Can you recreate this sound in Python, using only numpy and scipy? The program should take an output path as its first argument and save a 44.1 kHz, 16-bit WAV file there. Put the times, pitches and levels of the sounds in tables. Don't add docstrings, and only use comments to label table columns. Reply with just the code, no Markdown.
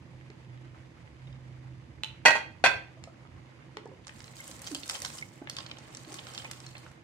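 import sys
import numpy as np
from scipy import signal
from scipy.fft import rfft, irfft, next_fast_len
from scipy.io import wavfile
from scipy.ndimage import uniform_filter1d

SR = 44100
rng = np.random.default_rng(int(sys.argv[2]) if len(sys.argv) > 2 else 0)


def convert_level_to_amplitude(level_db):
    exponent = np.asarray(level_db, float) / 20
    return 10 ** exponent


def persist_wave(psi):
    counts = np.round(np.clip(psi, -1, 1) * 32767).astype(np.int16)
    wavfile.write(sys.argv[1], SR, np.atleast_2d(counts).T)


N = 310023

# time_s, level_db
FIRST_STROKE = [(4.03, -69), (4.136, -68), (4.24, -66.5), (4.33, -68), (4.40, -58), (4.52, -58.5),
                (4.585, -62.5), (4.66, -53.5), (4.74, -58.5)]
FIRST_SWEEP = [(4.8, -56.5), (4.885, -53.5), (4.91, -46), (4.99, -53), (5.06, -51), (5.11, -57),
               (5.18, -52.5), (5.238, -66.5), (5.4, -77)]
SECOND_STROKE = [(5.47, -78), (5.51, -55), (5.555, -60), (5.6, -52), (5.65, -57.5), (5.75, -60.5),
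                 (5.8, -58.5), (5.86, -59.5)]
THIRD_STROKE = [(5.9, -60), (6.07, -58.5), (6.14, -50), (6.23, -57), (6.33, -55), (6.4, -52), (6.55, -57.5),
                (6.75, -62), (6.92, -68), (7.03, -91)]
# start_s, fizz_against_rattle_db
WETNESS = [
    (4.03, 4),
    (5.45, -10),
    (5.87, -4),
]
# frequency_hz, density_db_per_hz
RATTLE_COLOUR = [(350, -41), (600, -4), (823, 2), (957, -56), (1050, -2.5), (1980, -10.5), (2800, 0.5),
                 (3080, 2), (3340, 0), (4980, 0), (5560, -8), (7600, 0), (16000, -19)]
# frequency_hz, density_db_per_hz
FIZZ_COLOUR = [(3500, -22), (5500, -17), (8000, -10), (10000, -18.5), (13000, -21.5), (16000, -21)]
# start_s, peak_db, ring_hz
HEAVY_TICKS = [(4.0695, -29.5, 5530), (4.0935, -33.5, 2380), (4.672, -23.5, 4860), (4.7159, -29, 6200),
               (4.7481, -22, 3300), (4.7844, -48, 4200), (4.8589, -32, 7860), (4.8969, -16, 5100),
               (4.954, -27.5, 4500), (5.0185, -28, 7740), (5.0484, -21, 4300), (5.1008, -35, 5500),
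               (5.224, -40, 2190), (5.4729, -26, 2260), (5.5857, -23, 3420), (5.697, -42, 2570),
               (5.7706, -35, 3170), (5.7855, -33, 5830), (6.1209, -32, 5800), (6.142, -27, 6000),
               (6.1912, -28.5, 3140), (6.269, -32, 4020), (6.4212, -36, 4640), (6.4463, -30.5, 2350),
               (6.5126, -25.5, 5520), (6.6647, -32, 5260), (6.7528, -32, 2580), (6.7674, -41, 4200),
               (6.781, -34.5, 7900)]
# start_s, peak_db, ring_hz
LIGHT_TICKS = [(4.2043, -38.5, 6160), (4.2423, -39, 4080), (4.279, -41, 4200), (4.3999, -49, 2170),
               (4.4785, -31, 8600), (4.5132, -33, 6300), (4.5925, -38, 8000), (4.618, -30.5, 8500),
               (4.6425, -36, 4600), (4.8335, -30.5, 3600), (5.185, -33, 5100), (5.4979, -19, 4320),
               (5.5672, -23.5, 3300), (5.606, -33, 3700), (5.7132, -29.5, 3110), (5.9491, -29, 5440),
               (5.9702, -31.5, 6140), (6.048, -40.5, 4260), (6.187, -32, 3500), (6.3365, -37, 7000),
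               (6.3488, -30, 4700), (6.378, -27.5, 3590), (6.5326, -35, 3620), (6.6025, -36.5, 6460),
               (4.6672, -31, 4940), (4.892, -27, 4930), (5.173, -37, 9000), (5.181, -32.5, 7440),
              (5.212, -37.5, 7700), (5.663, -33.5, 4300), (6.5001, -43, 3600), (6.8853, -58, 7760),
              (6.9, -52, 8200), (6.916, -43, 8850)]
# start_s, peak_db, ring_hz
TUMBLES = [(4.0477, -43, 4700), (4.132, -52, 5520), (4.1475, -44, 4940), (4.1649, -55, 7910),
           (4.1954, -46, 4870), (4.2184, -40, 7850), (4.335, -48, 6380), (4.3675, -37, 5230),
           (4.3944, -43, 6070), (4.4049, -30, 7900), (4.555, -42, 7660), (4.5645, -40, 7900),
           (4.6, -40, 6120), (4.786, -38, 6410), (4.802, -37, 8140), (4.8264, -38, 6930),
           (4.8654, -31, 6340), (5.002, -31, 7530), (5.0534, -29, 7910), (5.1173, -41, 5960),
           (5.1284, -37, 5900), (5.145, -42, 5860), (5.1954, -41, 7820), (5.5747, -35, 4550),
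           (5.5914, -38, 4700), (5.7364, -58, 4600), (5.8474, -48, 4640), (5.876, -50, 5560),
           (5.9274, -43, 6230), (5.9944, -38, 5810), (6.0955, -40, 5450), (6.128, -31, 6370),
           (6.1654, -37, 7910), (6.2367, -43, 5540), (6.2866, -43, 5020), (6.3854, -29, 5170),
           (6.4634, -47, 8500), (6.4817, -45, 6530), (6.5804, -49, 4960), (6.6486, -41, 4600),
           (6.7136, -46, 4680), (6.7904, -52, 5160), (6.8294, -46, 6460), (6.8653, -47, 7560),
           (6.9646, -64, 4530), (7.015, -57, 4530)]
# start_s, peak_db, ring_hz
OVERTONES = [(0.302, -44.5, 6000), (3.039, -37.5, 6540), (3.7698, -39.5, 7500), (3.857, -51, 7000),
             (3.875, -52, 8000), (5.698, -44, 5000), (4.2424, -38, 8400), (4.279, -46, 8000),
             (4.7478, -23, 6470), (4.763, -33, 4600), (4.879, -30.5, 7000), (4.8965, -25, 8000),
             (4.916, -31, 7800), (5.0195, -23, 6000), (5.4975, -29, 7700), (5.5668, -35.5, 7400),
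             (6.356, -37, 4500), (6.378, -37, 7800), (6.4463, -34.5, 5800), (6.513, -32, 9200),
             (6.513, -40, 13000)]
# start_s, peak_db, ring_hz
TOUCH = [
    (3.7698, -31, 2840),
]
# frequency_hz, width_hz, level_db
POT_MODES = [(605, 25, 6.5), (870, 40, -3.5), (2190, 24, 4.5), (3260, 24, -6), (4260, 32, -16)]
# start_s, peak_db, frequency_hz, t60_s
WALL_RINGS = [(4.335, -50, 2100, 0.065), (4.4, -37.5, 2130, 0.064), (4.557, -48, 2100, .05),
              (4.673, -37, 3170, .04), (4.75, -32, 3140, .05), (4.834, -38, 4350, .04),
              (4.947, -33, 3130, 0.076), (5.184, -40, 2900, .04), (5.224, -25, 2180, 0.031),
              (6.194, -43, 3170, .04), (6.237, -50, 3100, .04), (6.286, -44, 3190, .06),
              (6.355, -43, 3130, .06), (6.377, -41, 3150, 0.064), (6.398, -36.5, 3130, .06),
              (6.423, -48, 3070, .04), (6.452, -33, 2440, 0.047), (6.641, -47, 2570, .05),
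              (6.667, -37.5, 4260, 0.026), (6.767, -45, 4220, .04)]
# start_s, peak_db, frequency_hz, t60_s
BUMPS = [(.30, -43, 399, 0.051), (2.972, -51, 644, 0.1), (3.074, -39.5, 662, 0.043),
         (3.769, -37, 423, 0.072), (3.856, -35.5, 457, 0.053), (3.86, -43, 900, 0.06),
         (3.885, -44, 382, 0.09), (3.915, -44.5, 521, 0.07), (5.417, -31.5, 326, 0.034),
         (5.422, -43.5, 815, 0.049), (6.074, -43, 319, 0.21), (6.12, -45, 383, 0.089),
         (6.45, -32, 900, 0.01), (6.864, -36.5, 1410, 0.012)]
# start_s, peak_db, start_hz, end_hz, length_s
GULPS = [
    (4.711, -35.5, 430, 268.6, 0.03),
]
# start_s, peak_db, hardness_hz, left_right_db, ringing_against_crack_db
LIFT = [
    (2.0351, -25.5, 9060, -1.5, 5.5),
    (2.0445, -31.5, 6000, -7, 3),
]
FIRST_KNOCK = [(2.2522, -17.5, 2980, 1.9, -7), (2.2565, -14.5, 4830, 1.3, 1),
               (2.261, -16.5, 6950, 1.1, 1.5), (2.281, -25.5, 5000, -1.5, 6),
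               (2.305, -23, 4000, -1.5, -5.5), (2.353, -32.5, 4000, -1.5, -2),
               (2.358, -32.5, 4000, -1.5, 0)]
SECOND_KNOCK = [(2.6398, -12, 2500, 1, -3.5), (2.647, -16, 4000, 1.4, -4), (2.653, -21, 5000, 1.3, -4),
                (2.660, -22, 6000, 1.3, 7), (2.668, -23, 5000, 1.5, -1)]
# start_s, peak_db, frequency_hz, t60_s
THUMPS = [
    (2.6398, -7.5, 710, 0.024),
    (2.2565, -26.5, 510, 0.03),
    (2.3545, -29.5, 1070, 0.074),
]
# frequency_hz, width_hz, level_db
LIFT_MODES = [(876, 26, -23), (2700, 130, -7), (3020, 120, -4.5), (3500, 220, -7), (3963, 110, -4.5),
              (6660, 200, -16)]
# frequency_hz, density_db_per_hz
LIFT_CRACK = [(500, -30), (880, -12), (1300, -22), (2300, -18), (2800, -4), (4000, -3), (4500, -20),
              (6500, -15), (11000, -24), (16000, -42)]
# frequency_hz, density_db_per_hz
KNOCK_CRACK = [(150, 4.5), (400, -27), (560, -7.5), (1000, -11.5), (2000, -6.5), (3300, -23.5),
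               (4500, -7.5), (5100, -23), (5600, -16), (8000, -20), (13500, -33), (16000, -48)]
WORKTOP_HZ = [616, 725, 829, 934, 1045, 1260, 1454, 1570, 1700, 1899, 2001, 2199, 2440, 2563, 2720, 2890,
              3228, 3296, 3500, 4100, 4344, 4490, 5490, 6200, 6790, 7275, 7505, 9660]
WORKTOP_WIDTH_HZ = [53, 18, 100, 41, 53, 86, 13, 25.3, 290, 10.4, 29, 43, 18, 19, 33, 23, 24, 30, 28, 91,
                    22, 37, 37, 58, 26, 27, 25, 17]
FIRST_MODE_DB = [-3, -24.5, 2.5, -6, -7, -10.5, -12.5, -3, -8, -3, -3.5, -12, -8, -4, -3.5, -9.5, -2.5, -12,
                 -14.5, -14, -11.5, -26, -3, -24.5, -8, -26, -15, -17]
SECOND_MODE_DB = [-17, -39, -23.5, -10, -6, -15.5, -16.5, -1.5, -33, -29, -5, -3, -6.5, -6, -5.5, -29, -10,
                  -12, -8, -20, -20, -17, -11, -15, -17, -31.5, -31, -21.5]
# start_s, peak_db, ring_hz
SIMMER_TICKS = [(0.058, -51, 2200), (0.2113, -42.5, 2200), (0.302, -39, 2080), (0.7455, -45.5, 1310),
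                (1.076, -43, 1980), (1.2185, -47, 1970), (1.2705, -50, 2040), (1.3263, -47, 3180),
                (1.916, -51, 2050), (1.984, -49, 2090), (3.039, -35, 2700), (3.251, -44.5, 1250),
                (3.6236, -43, 2080)]
# start_s, peak_db, ring_hz
PINGS = [(0.5754, -63, 3800), (1.0044, -82, 3550), (1.2186, -65, 4600), (1.2715, -52.5, 3700),
         (1.3274, -56, 5050)]
# frequency_hz, density_db_per_hz
RUMBLE_COLOUR = [(15, -44.5), (25, -59.5), (35, -65.5), (45, -12), (91, -8.5), (124, -7), (158, -9),
                 (210, -18), (237, -11.5), (279, -17.5), (330, -10.5), (372, -21.5), (900, -59.5),
                 (1170, -61), (1980, -120)]
# time_s, level_db
DRAUGHT = [(0.0, -58), (0.39, -61.5), (1.39, -54.5), (3.27, -59.5), (3.37, -52.5), (3.54, -67.5),
           (3.7, -57), (3.86, -71), (3.89, -59.5), (6.11, -67.5), (6.95, -63), (7.03, -73.5)]
# time_s, level_db
DRONE = [(0.0, -57), (0.19, -51), (0.37, -55), (0.55, -46.5), (1.02, -64.5), (1.27, -47.5), (1.74, -47),
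         (1.9, -57), (2.27, -55.5), (2.6, -71.5), (2.64, -54.5), (4.42, -60.5), (5.09, -80), (5.5, -56.5),
         (6.32, -60), (6.7, -52), (6.99, -60), (7.03, -80)]
# frequency_hz, density_db_per_hz
AIR_COLOUR = [(290, -19), (500, 1), (688, -4), (1020, -4.5), (1400, -11), (1980, -5.5), (2930, -13),
              (5710, -21.5), (6800, -22), (11300, -34), (12300, -41), (13400, -45), (16000, -59)]
# frequency_hz, rms_db
WHINE = [(2972, -90), (3155, -91), (3558, -92), (4484, -91), (4581, -93), (4630, -90), (4969, -89),
         (6040, -97), (6089, -94), (6627, -96)]
# frequency_hz, t60_s
KITCHEN_DECAY = [(200, 0.46), (800, 0.34), (2500, 0.36), (8000, 0.28)]
# frequency_hz, correlation
LIKENESS = [(60, .93), (130, .97), (290, .8), (640, .2), (1400, 0)]
# frequency_hz, left_right_db
LEAN = [(60, -5.5), (380, -4.5), (700, -1.5), (2400, -3.5), (8000, -1.5), (15000, -3)]
LAG_S = .0002


def rms_one(x):
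    return x / np.sqrt(np.mean(x ** 2) + 1e-20)


def in_time(rows):
    s, level = np.transpose(rows)
    return np.interp(np.arange(N) / SR, s, level)


def at_hz(points, hz):
    point_hz, value = np.transpose(points)
    return np.interp(np.log(np.maximum(hz, 1)), np.log(point_hz), value)


def colour(x, spectrum):
    log_gain = at_hz(spectrum, np.fft.rfftfreq(4096, 1 / SR)) * np.log(10) / 20
    cepstrum = irfft(log_gain)
    cepstrum[1:2048] *= 2
    cepstrum[2049:] = 0
    taps = irfft(np.exp(rfft(cepstrum)))
    taps = taps / np.sqrt(np.sum(taps ** 2))
    return signal.fftconvolve(x, taps[None], axes=1)[:, :x.shape[1]]


def drift(rate):
    r = np.exp(-80 * np.pi * rate / SR)
    noise = rng.standard_normal(N // 40 + 2002)
    slow = signal.lfilter([1], [1, -2 * r, r * r], noise)[2000:]
    return np.interp(np.arange(N) / 40, np.arange(len(slow)), rms_one(slow))


def ring(clicks, hz, width_hz):
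    r, w = np.exp(-np.pi * width_hz / SR), 2 * np.pi * hz / SR
    return signal.lfilter([0, np.sin(w)], [1, -2 * r * np.cos(w), r * r], clicks + 1e-18)


def pair(size):
    fast = next_fast_len(size)
    mid, side = rfft(rng.standard_normal((2, fast)))
    alike = np.clip(at_hz(LIKENESS, np.fft.rfftfreq(fast, 1 / SR)), -1, 1)
    spectra = np.sqrt(.5 + alike / 2) * mid + np.sqrt(.5 - alike / 2) * side * [[1], [-1]]
    return irfft(spectra, fast)[:, :size]


def direct_noise(size, shared):
    same, left, right = rng.standard_normal((3, size))
    later = np.roll(same, round(LAG_S * SR))
    return shared ** .5 * np.array([same, later]) + (1 - shared) ** .5 * np.array([left, right])


def add(out, s, sound):
    i = round(s * SR)
    out[:, i:i + sound.shape[1]] += sound[:, :N - i]


def grains(per_s, low_hz, high_hz, cycles, spread_db):
    happens = rng.random(N) < per_s / SR
    sizes = convert_level_to_amplitude(spread_db * np.minimum(rng.exponential(1, N), 4)) * happens
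    heard = sizes * rng.standard_normal((2, N))
    dealt = rng.integers(0, 12, N)
    pitches = np.geomspace(low_hz, high_hz, 12)
    return rms_one(sum(ring(heard * (dealt == k), hz, hz / cycles) for k, hz in enumerate(pitches)))


def stirring():
    t = np.arange(N) / SR
    push_db = in_time(FIRST_STROKE + FIRST_SWEEP + SECOND_STROKE + THIRD_STROKE)
    mean_push_db, density_follows = -58.5, 0.36
    swing_db = push_db - mean_push_db
    moving = np.clip((t - FIRST_STROKE[0][0]) / 0.16, 0, 1)
    clumps = convert_level_to_amplitude(4.5 * drift(40) + density_follows * swing_db)

    rattle = grains(3500 * clumps, 887, 8400, cycles=14.0, spread_db=5.5)
    rattle = rms_one(colour(rattle, RATTLE_COLOUR))
    rattle_db = push_db - 2.0 - density_follows / 2 * swing_db

    wet_db = np.zeros(N)
    for start_s, db in WETNESS:
        wet_db[t >= start_s] = db
    fizz = grains(9000 * clumps, 3260, 14800, cycles=7.0, spread_db=4.5)
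    fizz = fizz + convert_level_to_amplitude(-10) * np.sqrt(clumps) * direct_noise(N, shared=0.25)
    fizz = rms_one(colour(fizz, FIZZ_COLOUR))
    fizz_db = mean_push_db + 0.69 * swing_db + wet_db

    sluggish = uniform_filter1d(moving * convert_level_to_amplitude(0.56 * swing_db), int(0.14 * SR))
    slosh = colour(pair(N), AIR_COLOUR) * sluggish * convert_level_to_amplitude(-58.5 + 2.2 * drift(6.2))
    return moving * (rattle * convert_level_to_amplitude(rattle_db) + fizz * convert_level_to_amplitude(fizz_db)), slosh


def ticks(rows, cycles, snap_s, settle_db, settle_s, body_db, edge_db, gain_db):
    out, t = np.zeros((2, N)), np.arange(1800) / SR
    edge = signal.butter(2, [6500, 10500], "band", fs=SR, output="sos")
    body = signal.butter(2, [700, 2500], "band", fs=SR, output="sos")
    for s, db, hz in rows:
        bounces = (rng.random(len(t)) < .012) * rng.exponential(7.7, len(t))
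        settling = convert_level_to_amplitude(settle_db - 20.0 * t / settle_s) * bounces
        settling = signal.lfilter([1], [1, -.97], settling)
        envelope = 0.97 * np.exp(-t / 0.00014) + np.exp(-t / snap_s) + settling
        snap = direct_noise(len(t), shared=0.21) * envelope

        partials = hz * np.array([[1], [rng.uniform(0.74, 0.78)], [rng.uniform(0.81, 1.3)]])
        sines = np.sin(2 * np.pi * partials * t) * np.exp(-t * partials / cycles)
        tone = np.sum(sines * [[1], [.55], [.45]], axis=0)
        middle = signal.butter(3, [hz / 1.63, min(hz * 1.524, 15500)], "band", fs=SR, output="sos")

        sound = 0.4 * np.array([tone, np.roll(tone, round(LAG_S * SR))])
        sound += 0.99 * signal.sosfilt(middle, snap)
        sound += convert_level_to_amplitude(body_db) * signal.sosfilt(body, snap)
        sound += convert_level_to_amplitude(edge_db) * signal.sosfilt(edge, snap)
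        top_hz = np.clip(hz * 2.64 * convert_level_to_amplitude(1.1 * (db + 27.5)), 3000, 15000)
        sound = signal.lfilter(*signal.butter(2, top_hz, fs=SR), sound)
        pan_db = rng.normal(0, 1.9) * np.array([[1], [-1]])
        add(out, s, sound / np.abs(sound).max() * convert_level_to_amplitude(db + gain_db + pan_db))
    return out


def pasta_ticks():
    out = ticks(TOUCH, cycles=2.5, snap_s=0.0026, settle_db=-26, settle_s=0.04,
                body_db=11.0, edge_db=-22, gain_db=5)
    out += ticks(HEAVY_TICKS, cycles=10.0, snap_s=0.0022, settle_db=-25, settle_s=0.03,
                 body_db=-1.5, edge_db=-44, gain_db=0.06)
    out += ticks(LIGHT_TICKS, cycles=13.0, snap_s=0.0024, settle_db=-31.0, settle_s=0.011,
                 body_db=-5.5, edge_db=-38, gain_db=2.1)
    out += ticks(TUMBLES, cycles=13.0, snap_s=0.0028, settle_db=-40, settle_s=.01,
                 body_db=-9, edge_db=-43, gain_db=-2.0)
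    out += ticks(OVERTONES, cycles=9.8, snap_s=0.0015, settle_db=-45, settle_s=.01,
                 body_db=-30, edge_db=-35, gain_db=2.5)
    return out


def pot_wall(x):
    out = 0
    for hz, width_hz, db in POT_MODES:
        out = out + convert_level_to_amplitude(db) * 2 * np.pi * width_hz / SR * ring(x, hz, width_hz)
    return out


def wall_rings():
    out, t = np.zeros((2, N)), np.arange(SR // 8) / SR
    arrival = np.maximum(t - np.array([[0], [LAG_S]]), 0)
    for s, db, hz, t60 in WALL_RINGS:
        envelope = convert_level_to_amplitude(db - 60 * arrival / t60) * (1 - np.exp(-arrival / 0.00082))
        add(out, s, envelope * np.sin(2 * np.pi * hz * arrival))
    return out


def bumps(rows, pan_db):
    out, t = np.zeros((2, N)), np.arange(SR // 4) / SR
    for s, db, hz, t60 in rows:
        modes = np.sin(2 * np.pi * hz * t)
        modes += 0.31 * np.sin(2 * np.pi * 1.9 * hz * t)
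        modes += 0.59 * np.sin(2 * np.pi * 0.86 * hz * t)
        envelope = convert_level_to_amplitude(db - 60 * t / t60) * (1 - np.exp(-2 * hz * t))
        add(out, s, envelope * modes * convert_level_to_amplitude([[pan_db / 2], [-pan_db / 2]]))
    return out


def gulps():
    out, t = np.zeros((2, N)), np.arange(SR // 10) / SR
    for s, db, start_hz, end_hz, length in GULPS:
        part = np.clip(t / length, 0, 1)
        hz = end_hz + (start_hz - end_hz) * np.exp(-3.5 * part)
        glide = np.sin(2 * np.pi * np.cumsum(hz) / SR)
        add(out, s, convert_level_to_amplitude(db) * np.sin(np.pi * part) ** 0.39 * glide * np.ones((2, 1)))
    return out


def knock(contacts, modes, crack, crack_db, crack_s):
    out, t = np.zeros((2, N)), np.arange(SR // 7) / SR
    arrival = np.maximum(t - np.array([[0], [.00006]]), 0)
    thin = signal.butter(3, 450, "high", fs=SR, output="sos")
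    for s, db, hard_hz, pan_db, ring_db in contacts:
        sound = convert_level_to_amplitude(crack_db) * colour(pair(len(t)) * np.exp(-t / crack_s), crack)
        for hz, width_hz, mode_db in modes:
            gain = convert_level_to_amplitude(ring_db + mode_db + 2 * rng.standard_normal((2, 1))) * rng.choice([-1, 1])
            decay = np.exp(-np.pi * max(width_hz, 12.0) * t)
            sound = sound + gain * np.sin(2 * np.pi * hz * arrival) * decay
        soft = signal.lfilter(*signal.butter(1, hard_hz, fs=SR), sound)
        add(out, s, signal.sosfilt(thin, soft) * convert_level_to_amplitude([[db + pan_db / 2], [db - pan_db / 2]]))
    return out


def worktop():
    first_modes = list(zip(WORKTOP_HZ, WORKTOP_WIDTH_HZ, FIRST_MODE_DB))
    second_modes = list(zip(WORKTOP_HZ, WORKTOP_WIDTH_HZ, SECOND_MODE_DB))
    out = knock(LIFT, LIFT_MODES, LIFT_CRACK, crack_db=0.5, crack_s=0.0017)
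    out += knock(FIRST_KNOCK, first_modes, KNOCK_CRACK, crack_db=5.0, crack_s=0.014)
    out += knock(SECOND_KNOCK, second_modes, KNOCK_CRACK, crack_db=3.5, crack_s=0.0078)
    out += bumps(THUMPS, pan_db=4.0)
    return signal.lfilter(*signal.iirnotch(5100, 5100 / 330, fs=SR), out)


def simmer():
    per_s = 400 * convert_level_to_amplitude(2 * drift(23) + 2.9 * drift(4.3))
    out = convert_level_to_amplitude(-66) * grains(per_s, 900, 3040, cycles=6.0, spread_db=-7.0)
    out += ticks(SIMMER_TICKS, cycles=13.0, snap_s=0.0017, settle_db=-47.5, settle_s=0.011,
                 body_db=2.0, edge_db=-11, gain_db=-0.5)
    out += ticks(PINGS, cycles=22, snap_s=.0004, settle_db=-48, settle_s=.01,
                 body_db=-21, edge_db=-40, gain_db=8.0)
    return out


def kitchen():
    t = np.arange(SR // 2) / SR
    spectrum, hz = rfft(pair(len(t))), np.fft.rfftfreq(len(t), 1 / SR)
    edges_hz = 28 * 2 ** np.arange(0, 9.4, 1 / 3)
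    tail = np.zeros((2, len(t)))
    for low, high in zip(edges_hz, edges_hz[1:]):
        band = irfft(spectrum * ((hz >= low) & (hz < high)), len(t))
        tail += band * convert_level_to_amplitude(-60 * t / at_hz(KITCHEN_DECAY, low))
    tail *= np.clip((t - .002) / 0.0065, 0, 1)
    return tail / np.sqrt(np.sum(tail ** 2) / 2)


def fan():
    t = np.arange(N) / SR
    phase = 2 * np.pi * 127.1 * t + 1.6 * drift(1)
    drone = np.sqrt(2) * np.sin(phase) * convert_level_to_amplitude(in_time(DRONE))
    rumble = colour(pair(N), RUMBLE_COLOUR) * convert_level_to_amplitude(-54.5 + 0.1 * t + 1.5 * drift(18))
    draught_db = in_time(DRAUGHT)
    deep = signal.sosfiltfilt(signal.butter(2, 108, fs=SR, output="sos"), rumble)
    rumble = rumble + deep * (convert_level_to_amplitude(draught_db - draught_db.mean()) - 1)
    air = colour(pair(N), AIR_COLOUR) * convert_level_to_amplitude(-61 + drift(20))
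    whine = np.zeros((2, N))
    for hz, db in WHINE:
        whine += convert_level_to_amplitude(db + 6.5) * np.sin(2 * np.pi * hz * t + rng.uniform(0, 2 * np.pi, (2, 1)))
    return drone + rumble + air + whine


def scene():
    heap, slosh = stirring()
    pot = heap + pasta_ticks() + simmer()
    pot += pot_wall(pot)
    pot += wall_rings()
    dull = bumps(BUMPS, pan_db=1.0) + gulps()
    knocks = worktop()
    sent = convert_level_to_amplitude(-5.5) * knocks + convert_level_to_amplitude(-7.5) * pot + convert_level_to_amplitude(-8) * dull
    room = signal.fftconvolve(sent.mean(axis=0)[None], kitchen(), axes=1)[:, :N]
    return knocks + pot + dull + room + slosh + fan()


def band_limit(x):
    return signal.sosfilt(signal.butter(12, 16490, fs=SR, output="sos"), x)


def record(dry):
    fast = next_fast_len(N)
    lean_db = at_hz(LEAN, np.fft.rfftfreq(fast, 1 / SR)) / 2
    leaning = irfft(rfft(dry, fast) * convert_level_to_amplitude([lean_db, -lean_db]), fast)[:, :N]
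    rounded = .8 * np.tanh(leaning / .8)
    no_rumble = signal.sosfilt(signal.butter(3, 55, "high", fs=SR, output="sos"), rounded)
    mix = signal.sosfilt(signal.cheby2(12, 70, 16900, fs=SR, output="sos"), no_rumble)
    return band_limit(mix)


dry = scene()
out = record(dry)
persist_wave(out)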